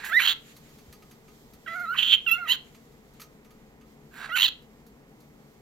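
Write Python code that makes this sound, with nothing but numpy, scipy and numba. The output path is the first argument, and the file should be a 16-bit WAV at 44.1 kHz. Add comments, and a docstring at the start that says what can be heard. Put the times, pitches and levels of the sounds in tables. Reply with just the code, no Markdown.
"""In a quiet room a caged cockatoo calls softly, a little to the right of a two-port microphone.
Each call opens with a wheeze (windpipe turbulence) or a clear whistle (gliding partials) and breaks
into a rasp (uneven pulses and puffs of air through windpipe, mouth and beak).
Claws and beak tick on the ringing cage bars, the perch thumps softly and feathers rustle;
coloured noise with wavering hum bands and a faint hiss fills the room."""
import sys
import numpy as np
from scipy import signal
from scipy.fft import rfft, irfft, next_fast_len
from scipy.io import wavfile
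from scipy.ndimage import uniform_filter1d
from numba import njit

SR = 44100
rng = np.random.default_rng(int(sys.argv[2]) if len(sys.argv) > 2 else 0)


def digitize_waveform(pressure):
    """Quantize a signal to 16-bit integers and store it at the path in sys.argv[1].

    Rows of a 2-D input are taken as channels; values are limited to [-1, 1].
    """
    field = np.atleast_2d(pressure).T
    bounded = np.clip(field, -1, 1)
    quanta = np.round(bounded * 32767).astype(np.int16)
    wavfile.write(sys.argv[1], SR, quanta)


def volts(x):
    """Linear amplitude factor 10**(x/20) for a level x in dB, scalar or array-like."""
    e = np.asarray(x, float) / 20
    return 10 ** e


N = 247401
TIME = np.arange(N) / SR
SIDES = np.array([[1], [-1]])   # left, right

# one list a rasp, of the pulsed voice shaped by the mouth:
# start_s, mouth_level_db, mouth_resonance_hz, upper_resonance_db (against the mouth)
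RASP_PATHS = [
    [(0.19, -45.5, 2236, -7), (0.202, -27, 2303, -8), (0.248, -25.5, 3173, -4), (0.273, -18.5, 3198, -4.5),
     (0.317, -27.5, 3532, -3), (0.335, -41.5, 3104, 6)],
    [(1.962, -46, 3010, -9), (1.984, -24, 2980, -9), (1.99, -18, 3047, -29), (2.02, -29.5, 3020, -8.5),
     (2.03, -18, 3133, -27), (2.04, -26.5, 3156, -16.5), (2.085, -25, 3290, -16.5),
     (2.095, -23, 3305, -29.5), (2.122, -18.5, 3286, -17), (2.13, -14.5, 3176, -14),
     (2.15, -15.5, 3190, -30), (2.16, -28.5, 3054, -31.5)],
    [(2.478, -39.5, 2890, -9), (2.49, -26, 2873, -10), (2.508, -19, 2831, -9.5), (2.524, -19, 3200, -5.5),
     (2.56, -42, 3098, -0.5)],
    [(4.358, -32, 2740, -14.5), (4.364, -23.5, 2647, -10), (4.403, -23, 2746, -4.5),
     (4.408, -20.5, 3117, -5), (4.435, -15, 3313, -7), (4.459, -28.5, 3130, 7.5), (4.49, -30, 3450, 1)],
]
# resonances that air noise excites in the beak: centre_hz, width_hz, level_db
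BEAK_MODES = [(5840, 890, -5), (7000, 760, 0)]


def rms_one(x):
    """Scale to rms 1."""
    return x / np.sqrt(np.mean(x ** 2) + 1e-20)


def noise():
    """White noise as long as the scene."""
    return rng.standard_normal(N)


def at_hz(points, hz):
    """Read a spectrum on a log-frequency axis."""
    point_hz, value = np.array(points).T
    return np.interp(np.log(hz + 1), np.log(point_hz), value)


def in_time(rows):
    """Columns of a table, one value a sample; corners are rounded over 3 ms."""
    s, *columns = np.transpose(rows)
    return [uniform_filter1d(np.interp(TIME, s, c), size=130) for c in columns]


def sounding(tables, edge_s):
    """1 inside any of the tables, 0 outside, with soft edges."""
    inside = sum((TIME >= rows[0][0]) & (TIME <= rows[-1][0]) for rows in tables) > 0
    return uniform_filter1d(inside * 1., max(int(edge_s * SR), 1))


def since_start(tables):
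    """Which table began last, and how many seconds ago."""
    starts = np.array([rows[0][0] for rows in tables])
    which = np.maximum(np.searchsorted(starts, TIME) - 1, 0)
    return which, np.maximum(TIME - starts[which], 0)


def drift(rate_hz):
    """Random wander of rms 1: noise through two one-pole lowpasses at rate_hz."""
    r = np.exp(-2 * np.pi * rate_hz / SR)
    wander = signal.lfilter([1], [1, -2 * r, r * r], rng.standard_normal(N + SR))
    return rms_one(wander[SR:])


def cut(x, hz, kind):
    """A steep filter edge."""
    return signal.sosfilt(signal.butter(6, hz, kind, fs=SR, output="sos"), x)


def resonate(x, modes):
    """Parallel resonances of (centre_hz, width_hz, level_db), signs alternating."""
    out = 0
    for k, (hz, width_hz, db) in enumerate(modes):
        r = np.exp(-np.pi * width_hz / SR)
        a = [1, -2 * r * np.cos(2 * np.pi * hz / SR), r * r]
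        b = [(1 - r * r) / 2, 0, (r * r - 1) / 2]
        out = out + (-1) ** k * volts(db) * signal.lfilter(b, a, x + 1e-18)
    return out


@njit
def glide(x, cosine, r):
    """A two-pole resonance whose centre moves."""
    y = np.zeros(len(x))
    for i in range(2, len(x)):
        y[i] = x[i] - x[i - 2] + 2 * r * cosine[i] * y[i - 1] - r * r * y[i - 2]
    return y


def moving_resonance(x, centre_hz, width_hz):
    """A resonance that follows a centre curve at a constant width."""
    return glide(x, np.cos(2 * np.pi * centre_hz / SR), np.exp(-np.pi * width_hz / SR))


def evened(x, span_s):
    """Divide by the running rms, so that a level curve can be laid on."""
    return x / np.sqrt(uniform_filter1d(x ** 2, int(span_s * SR)) + 1e-20)


def hum():
    """A few narrow noise bands waver like hum."""
    # hum bands: centre_hz, width_hz, level_db
    bands = [(50, 19, -68.5), (142.1, 20, -63.5), (220.1, 18, -63.5), (299, 27, -71.5), (437, 65, -69)]
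    total = 0
    for hz, width_hz, db in bands:
        once = resonate(noise(), [(hz, width_hz, 0)])
        total = total + volts(db) * rms_one(resonate(once, [(hz, width_hz, 0)]))
    left_over_right_db = 3.5
    return total * volts(left_over_right_db / 2 * SIDES)


def room_tone():
    """Coloured noise, largely shared by both sides except in the treble, and the hum."""
    # colour of the noise: pitch_hz, density_db (relative)
    colour = [(12, -38), (20, -2), (93, -9.5), (232, -0.5), (333, -7.5), (440, -4.5), (598, -13),
              (790, -12), (1630, -21), (1980, -18), (3360, -29.5), (7340, -32), (9970, -39), (13200, -30.5),
              (15600, -42.5)]
    # how alike left and right are: pitch_hz, likeness (1 = the same, 0 = unrelated)
    likeness = [(60, 1), (180, 0.94), (550, 0.59), (1650, 0.82), (4970, -0.08), (15000, -0.02)]
    # side balance of the noise: pitch_hz, left_over_right_db
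    balance = [(60, -2), (180, 1.5), (550, 3), (1650, -3), (4970, -3.5), (15000, -2.5)]
    # level of the noise above 3 kHz: time_s, level_db
    treble_level = [(0, -59), (1.2, -64.5), (2, -63.5), (3.8, -68.5), (5.61, -67)]
    rumble_db = -56   # below 3 kHz
    left_lead_s = .00018   # the coloured noise reaches the left port first

    hz = np.fft.rfftfreq(N, 1 / SR)
    alike = np.clip(at_hz(likeness, hz), 0, 1)
    spectra = rfft(rng.standard_normal((2, N)))
    mid, side = spectra * volts(at_hz(colour, np.minimum(hz, 14200)))
    pair = np.sqrt(1 + alike) * mid + np.sqrt(1 - alike) * side * SIDES
    pair = pair * volts(at_hz(balance, hz) / 2 * SIDES)
    pair = pair * np.exp(1j * np.pi * hz * left_lead_s * SIDES)
    low, high = irfft(pair * (hz < 3000), N), irfft(pair * (hz >= 3000), N)
    hiss_db, = in_time(treble_level)
    hiss = volts(hiss_db + drift(5)) * rms_one(high)
    return volts(rumble_db) * rms_one(low) + hum() + hiss


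def rustle():
    """Feathers shift: resonant noise in faint bright swells, several a second."""
    # middle of the swells: time_s, level_db
    rustle_level = [(0, -65.5), (1.6, -71), (2.8, -70.5), (3.4, -75.5), (5.61, -84)]
    spread_db, wander_hz = 5, 6
    db, = in_time(rustle_level)
    swell = volts(db + spread_db * drift(wander_hz))
    modes = [(1973, 1400, 3), (4300, 2000, -3.5), (6800, 490, 2.0), (12520, 2600, -11.5)]
    return swell * rms_one(resonate(rng.standard_normal((2, N)), modes))


def thumps():
    """The perch takes a step: soft low blows, each a sine that swells and dies within tens of ms."""
    # steps: start_s, push_db (before the envelope)
    steps = [(0.88, -34.5), (1.542, -41.5)]
    thump_hz = 72.4
    out = np.zeros(N)
    for s, db in steps:
        age = np.maximum(TIME - s, 0)
        envelope = age / 0.011 * np.exp(-age / 0.0085)
        out += volts(db) * envelope * np.sin(2 * np.pi * thump_hz * age)
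    return out


def ticks():
    """Each touch of claw or beak is a short bright noise scuff whose knock sets the bars ringing."""
    # touches on the bars: start_s, scuff_db, knock_db (against the scuff)
    touches = [(0.0458, -40, -8.5), (0.5635, -51, 6), (0.6894, -62, 12.5), (0.7842, -58, 13.5),
               (0.9248, -50, 9.5), (1.0218, -60.5, 17), (1.1096, -55.5, 12.5), (1.2796, -63.5, 17.5),
               (1.5333, -54.5, 6), (1.7532, -57.5, 16), (1.795, -51.5, 2), (2.7453, -60.5, 18),
               (2.9189, -68, 11.5), (3.1348, -62.5, 3), (3.1961, -55, 18.5), (3.2021, -48.5, -7),
               (3.2148, -48.5, 11.5), (3.445, -63.5, 15), (3.5054, -61, 13.5), (3.8086, -69.5, 22.5),
               (4.62, -65.5, 5), (4.864, -58, -1), (5.2021, -59, -7)]
    # what the bars ring with: pitch_hz, level_db, t60_s
    bars = [(1243.5, 14, 0.13), (2397, -4.5, 0.14), (2710, -1, .1), (4650, 5.5, 0.18), (4530, -1, .2),
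            (5010, -16, .12), (5670, 1, 0.15), (6330, 5.5, 0.099), (8230, -3.5, 0.25), (11370, -2.4, 0.092)]
    rise_s, fall_s = 0.0027, 0.016
    scuff, knock = np.zeros(N), np.zeros(N)
    for s, db, knock_db in touches:
        age = np.maximum(TIME - s, 0)
        shape = volts(db) * np.minimum(age / rise_s, 1) * np.exp(-age / fall_s)
        scuff += shape
        knock += volts(knock_db) * shape
    bright = [(4310, 1000, 1), (6620, 850, -1), (12310, 3200, -1)]
    scuff = scuff * rms_one(resonate(noise(), bright))
    # a mode that decays 60 dB in t60 has this width
    bar_modes = [(hz, np.log(1000) / np.pi / t60, db) for hz, db, t60 in bars]
    ring = resonate(noise() * knock, bar_modes)
    dull_knock = resonate(noise() * knock, [(2062, 1300, -3)])
    return scuff + ring + dull_knock


def room(x):
    """Eight feedback delays a side, duller on every round, then three near-allpass diffusers."""
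    t60_s, wall_cut_hz = 0.31, 7500   # t60 of the bass
    size = next_fast_len(N + SR)
    turn = -2j * np.pi * np.fft.rfftfreq(size)   # exponent of a one-sample delay
    dull = np.exp(-2 * np.pi * wall_cut_hz / SR)
    wall = (1 - dull) / (1 - dull * np.exp(turn))
    response = np.zeros((2, len(turn)), complex)
    for k, lag in enumerate(rng.uniform(.008, 0.036, 16) * SR):
        loop = volts(-60 * lag / SR / t60_s) * wall * np.exp(turn * int(lag))
        response[k % 2] += (-1) ** (k // 2) * loop / (1 - loop)
    for lag in rng.uniform(.001, .006, 3) * SR:   # furniture scatters each echo
        delay = np.exp(turn * int(lag))
        response *= (delay - .6) / (1 - 0.49 * delay)
    return irfft(rfft(x, size) * response, size)[:, :N]


def to_ports(x):
    """Each microphone port hears the bird with its own level, phase and first echo."""
    # side balance of the bird: pitch_hz, left_over_right_db
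    balance = [(60, 0.0), (110, 0.5), (200, 3), (380, -0.5), (700, 1.5), (1290, -5), (2380, -11.5),
               (4400, -2.5), (8120, 2), (15000, 0.5)]
    # phase between the ports: pitch_hz, left_lead_rad
    phase = [(400, -0.22), (1500, -0.42), (3200, 0.9), (5200, 0.8), (7000, -2.4), (9000, -1), (13000, -2.7),
             (15000, -1)]
    # first echo, left port then right: delay_s, level_db (approached towards the treble)
    near_wall = [(.0017, -15), (.0026, -1.5)]
    # a dip in what the ports pick up from that side
    shadow_hz, shadow_width_hz, shadow_share = 8600, 1200, 0.49

    hz = np.fft.rfftfreq(N, 1 / SR)
    left = volts(at_hz(balance, hz) / 2) * np.exp(.5j * at_hz(phase, hz))
    scale = 2 / np.abs(left + 1 / left)   # the sum of both direct paths keeps its level
    scale = scale * (1 - shadow_share * np.exp(-((hz - shadow_hz) / shadow_width_hz) ** 2))
    brighter = hz / (hz + 4000)
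    echo = [volts(db) * brighter * np.exp(-2j * np.pi * hz * s) for s, db in near_wall]
    return irfft(rfft(x) * scale * (np.array([left, 1 / left]) + echo), N)


def wheezes():
    """Air drawn in before a call: fluttering windpipe turbulence with a thin hiss past the beak."""
    # one list a wheeze: start_s, windpipe_level_db, hiss_db (against it), narrow_resonance_hz
    breaths = [
        [(0.0, -42.5, -24.5, 1700), (0.034, -41.5, -27, 1920), (0.05, -35.5, -14.5, 2000),
         (0.082, -40.5, -8.5, 1770), (0.12, -44.5, -10, 1820)],
        [(4.12, -56.5, -12, 1500), (4.186, -44, -17, 1600), (4.242, -36.5, -28, 1540), (4.282, -46, -32, 1500),
         (4.31, -46.5, -35.5, 1500)],
    ]
    # fixed resonances of the windpipe: centre_hz, width_hz, level_db
    tube_modes = [(907.5, 1500, -18.5), (1635, 180, 12), (2600, 610, -15.5), (3460, 1200, -18)]
    narrow_width_hz, narrow_db = 380, -4.5
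    db, hiss_db, narrow_hz = in_time(np.concatenate(breaths))
    air = noise() * volts(2.4 * drift(200))   # a loose flutter chops the air
    tube = rms_one(cut(resonate(air, tube_modes), [600, 4700], "band"))
    narrow = rms_one(moving_resonance(air, narrow_hz, narrow_width_hz))
    tube = rms_one(tube + volts(narrow_db) * narrow)
    hiss = rms_one(cut(resonate(air, BEAK_MODES + [(12600, 3000, 0)]), 5100, "high"))
    return volts(db) * (tube + volts(hiss_db) * hiss) * sounding(breaths, 0.037)


def rasp_colour(db):
    """Windpipe, beak and top hiss against the mouth: own to each rasp, falling back as it swells."""
    # one row a rasp, at the usual level: windpipe_db, beak_db, top_hiss_db
    colours = [(-1.5, -21.5, -18), (-12.5, -29.5, -28.5), (-9.5, -24.5, -20.5), (-4.5, -20, -17)]
    # dB gained per dB of swell: windpipe, beak, top hiss
    swell_shares = np.array((.4, .7, .65))
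    usual_db = -25
    pipe_fade_db_per_s = 62.5   # the windpipe closes off as a rasp goes on
    which, age = since_start(RASP_PATHS)
    own = np.array(colours)[which].T
    pipe, beak, top = own + (swell_shares[:, None] - 1) * (db - usual_db)
    return pipe - pipe_fade_db_per_s * age, beak, top


def rasp_flow(db):
    """Level curve of the rasps, dipping briefly where the air stream catches."""
    # catches: start_s, length_s, depth_db (before smoothing)
    catches = [(.267, .006, -20), (4.379, .004, -12), (4.393, .005, -12), (4.4025, .0045, -14),
               (4.4135, .0045, -12), (4.4245, .0035, -18), (4.434, .004, -7), (4.468, .011, -9)]
    dip_db = sum(depth * ((TIME > s) & (TIME < s + length)) for s, length, depth in catches)
    return volts(db + uniform_filter1d(dip_db, size=40)) * sounding(RASP_PATHS, 0.0027)


def rasps():
    """The syrinx beats in uneven pulses, a puff of air each, through windpipe, mouth and beak."""
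    # how the syrinx beats: time_s, pulses_per_s (before wander), irregularity (0-1)
    beats = [(.19, 700, .5), (.26, 430, .4), (.29, 380, .35), (.305, 215, .22), (.335, 170, .15),
             (1.962, 400, .15), (1.98, 380, .15), (2.0, 330, .3), (2.12, 300, .3), (2.158, 500, .5),
             (2.478, 880, .15), (2.495, 920, .06), (2.53, 1020, .09), (2.545, 700, .5), (2.56, 300, .5),
             (4.358, 700, .4), (4.43, 1060, .2), (4.442, 1050, .08), (4.455, 970, .08), (4.467, 860, .12),
             (4.48, 400, .3)]
    # windpipe resonances: centre_hz, width_hz, level_db
    windpipe = [(1076, 360, 1.5), (1300, 220, 5.5), (2310, 509, 10.5)]
    # resonances of the top hiss: centre_hz, width_hz, level_db
    top_modes = [(11287, 2500, -15.5), (14900, 1100, -3)]
    mouth_width_hz, upper_hz, upper_width_hz = 420, 3950, 850
    top_over_mouth, top_width_hz = 4.55, 1500   # a high resonance moves with the mouth

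    db, mouth_hz, upper_db = in_time(np.concatenate(RASP_PATHS))
    pipe_db, beak_db, top_db = rasp_colour(db)
    per_s, uneven = in_time(beats)
    cycles = np.cumsum(per_s * volts(6 * uneven * drift(150))) / SR
    pulses = np.diff(np.floor(cycles), prepend=0) * volts(1.4 * uneven * drift(400))
    puff = signal.lfilter([1], [1, -np.exp(-1 / (0.0036 * SR))], pulses) * noise()   # dies in 3.6 ms

    source = cut(pulses + 0.16 * uneven * puff, 3400, "low")
    mouth = moving_resonance(source, mouth_hz, mouth_width_hz)
    mouth = moving_resonance(mouth, mouth_hz, 1600)
    upper = resonate(source, [(upper_hz, upper_width_hz, 0)])
    upper = resonate(upper, [(upper_hz, 1500, 0)])
    pipe = resonate(resonate(source, windpipe), [(1500, 1000, 0)])

    air = 0.28 * pulses + puff
    beak = cut(resonate(air, BEAK_MODES), [5000, 7900], "band")
    top_hz = np.minimum(top_over_mouth * mouth_hz, 15000)
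    moving = moving_resonance(air, top_hz, top_width_hz)
    top = cut(volts(-11.0) * moving + resonate(air, top_modes), 10000, "high")

    parts = [(mouth, 0), (upper, upper_db), (pipe, pipe_db), (beak, beak_db), (top, top_db)]
    return rasp_flow(db) * sum(volts(part_db) * evened(part, 0.019) for part, part_db in parts)


def whistles():
    """Clean partials; strong and weak cycles alternate, which adds half lines; breath hazes them."""
    # one list a note: start_s, pitch_hz (before jitter), fundamental_db,
    # mouth_opening_db (partial 2 against the fundamental),
    # alternation_db (line at 1.5 times the pitch against the fundamental)
    notes = [
        [(0.095, 1299, -41.5, -25.5, -1), (0.11, 1278, -38.5, -15.5, -2), (0.124, 1387, -28, -22, -6.5),
         (0.136, 1722, -24, -15.5, -21.5), (0.15, 1815, -20.5, -13, -47), (0.165, 1890, -20.5, -11, -41.5),
         (0.175, 2039, -13.5, -27.5, -49), (0.19, 1967, -20.5, -13, -22.5), (0.205, 1445, -27, -8, -2)],
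        [(1.662, 1652, -41.5, -13, -19.5), (1.669, 1412, -40, -12, -17.5), (1.68, 1280, -40.5, -14, 5),
         (1.7, 1335, -41, -19.5, -0.5), (1.74, 1334, -32.5, -31.5, -7.5), (1.762, 1476, -36, -40.5, -12),
         (1.8, 1387, -32.5, -39, -14), (1.818, 1452, -33, -41.5, -13.5), (1.852, 1364, -31.5, -39, -18),
         (1.862, 1262, -39, -21.5, -12.5), (1.9, 1350, -27, -34.5, -48), (1.938, 1514, -31.5, -13, -21.5),
         (1.955, 962, -40.5, -8, 2.5), (1.968, 1407, -41.5, -3.5, 0.5)],
        [(2.263, 1638, -39, 1.5, -19.5), (2.268, 1412, -39.5, 15.5, -17.5), (2.28, 1340, -39, 17, -22),
         (2.295, 1335, -36.5, 9.5, -1), (2.306, 1318, -41.5, 8.5, -2), (2.314, 1345, -37.5, 18.5, -9),
         (2.335, 1370, -35.5, 13.5, -35), (2.352, 1417, -36.5, 5, -14), (2.37, 1380, -32.5, -16, -19),
         (2.39, 1463, -41.5, -38, -3), (2.43, 1381, -31.5, -27, -25.5), (2.45, 1385, -36.5, -35.5, -13),
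         (2.464, 1213, -37.5, -9, -15.5), (2.478, 1334, -52.5, -17, 21)],
        [(4.292, 1352, -38.5, -43.5, -5), (4.303, 1261, -46.5, -13, 5.5), (4.315, 1312, -32, -17.5, -11),
         (4.33, 1434, -31, -9, -14), (4.348, 1464, -29, -6.5, -44.5), (4.358, 1543, -27.5, -2, -38),
         (4.367, 1404, -28, -8.5, -15), (4.375, 1416, -33, 1, -8.5)],
    ]
    # each pair: level_db at an opening of 0 dB, gain_db_per_db of opening;
    # partials 3 and 4 against the fundamental, lines 0.5 and 2.5 against line 1.5
    third_rule, fourth_rule = (-16, .3), (-31, 0.77)
    half_rule, five_halves_rule = (-27, -.6), (-1.5, 0.66)
    # higher partials: multiple of the pitch, level_db (against partial 4)
    overtones = [(5, -3), (6, -10), (8, -9), (9, -5), (10, -4), (11, -8)]
    bloom_s, bloom_db = 0.0091, 25.5   # partials 3 and up come in after a note has begun
    # partial 3 is strongest at this resonance and sinks by up to the loss away from it
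    third_best_hz, third_width_hz, third_loss_db = 3930, 350, 18.5

    hz, first, opening, alternation = in_time(np.concatenate(notes))
    second, three_halves = first + opening, first + alternation

    def follow(base_db, rule):
        db, per_db = rule
        return base_db + db + per_db * opening

    early_db = -bloom_db * np.exp(-since_start(notes)[1] / bloom_s)
    third = follow(first, third_rule) + early_db
    fourth = follow(first, fourth_rule) + early_db
    third = third - third_loss_db * (1 - np.exp(-((3 * hz - third_best_hz) / third_width_hz) ** 2))
    half = follow(three_halves, half_rule)
    five_halves = follow(three_halves, five_halves_rule)

    phase = 2 * np.pi * np.cumsum(hz * (1 + 0.0044 * drift(60))) / SR
    lines = [(1, first), (2, second), (3, third), (4, fourth)]
    lines += [(.5, half), (1.5, three_halves), (2.5, five_halves)]
    lines += [(k, fourth + db) for k, db in overtones]
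    tone = 0
    for k, db in lines:
        level = volts(db + .45 * k ** 1.3 * drift(110))   # higher lines waver more
        tone = tone + level * np.sin(k * phase) * (k * hz < 15500)

    haze_modes = [(2200, 6100, -5.0), (6470, 3300, -6.5), (13500, 3600, -3.5)]
    haze = volts(first - 34.5) * rms_one(resonate(noise(), haze_modes))
    hoarse_modes = [(1880, 460, 8.0), (3400, 2000, -23.0)]
    hoarse = volts(three_halves - 9.0) * rms_one(resonate(noise(), hoarse_modes))   # uneven cycles
    sheen = volts(fourth + 7) * rms_one(cut(noise(), [10500, 15300], "band"))
    return (np.sqrt(2) * tone + haze + hoarse + sheen) * sounding(notes, 0.0026)


def scene():
    """Bird and cage, direct and in the room, over the room tone."""
    background = room_tone() + rustle() + thumps()
    cage = ticks()
    bird = wheezes() + rasps() + whistles()
    direct = to_ports(bird) + cage * volts([[-1], [1.2]])   # the cage leans right
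    return background + direct + volts(-20.5) * room(bird + cage)


def low_pass(x):
    """Removes everything above the highest recorded frequency."""
    return signal.sosfilt(signal.butter(12, 15720, fs=SR, output="sos"), x)


def record(dry):
    """Turn the finished mix into the stereo sound that is written."""
    return low_pass(dry)


dry = scene()
out = record(dry)
digitize_waveform(out)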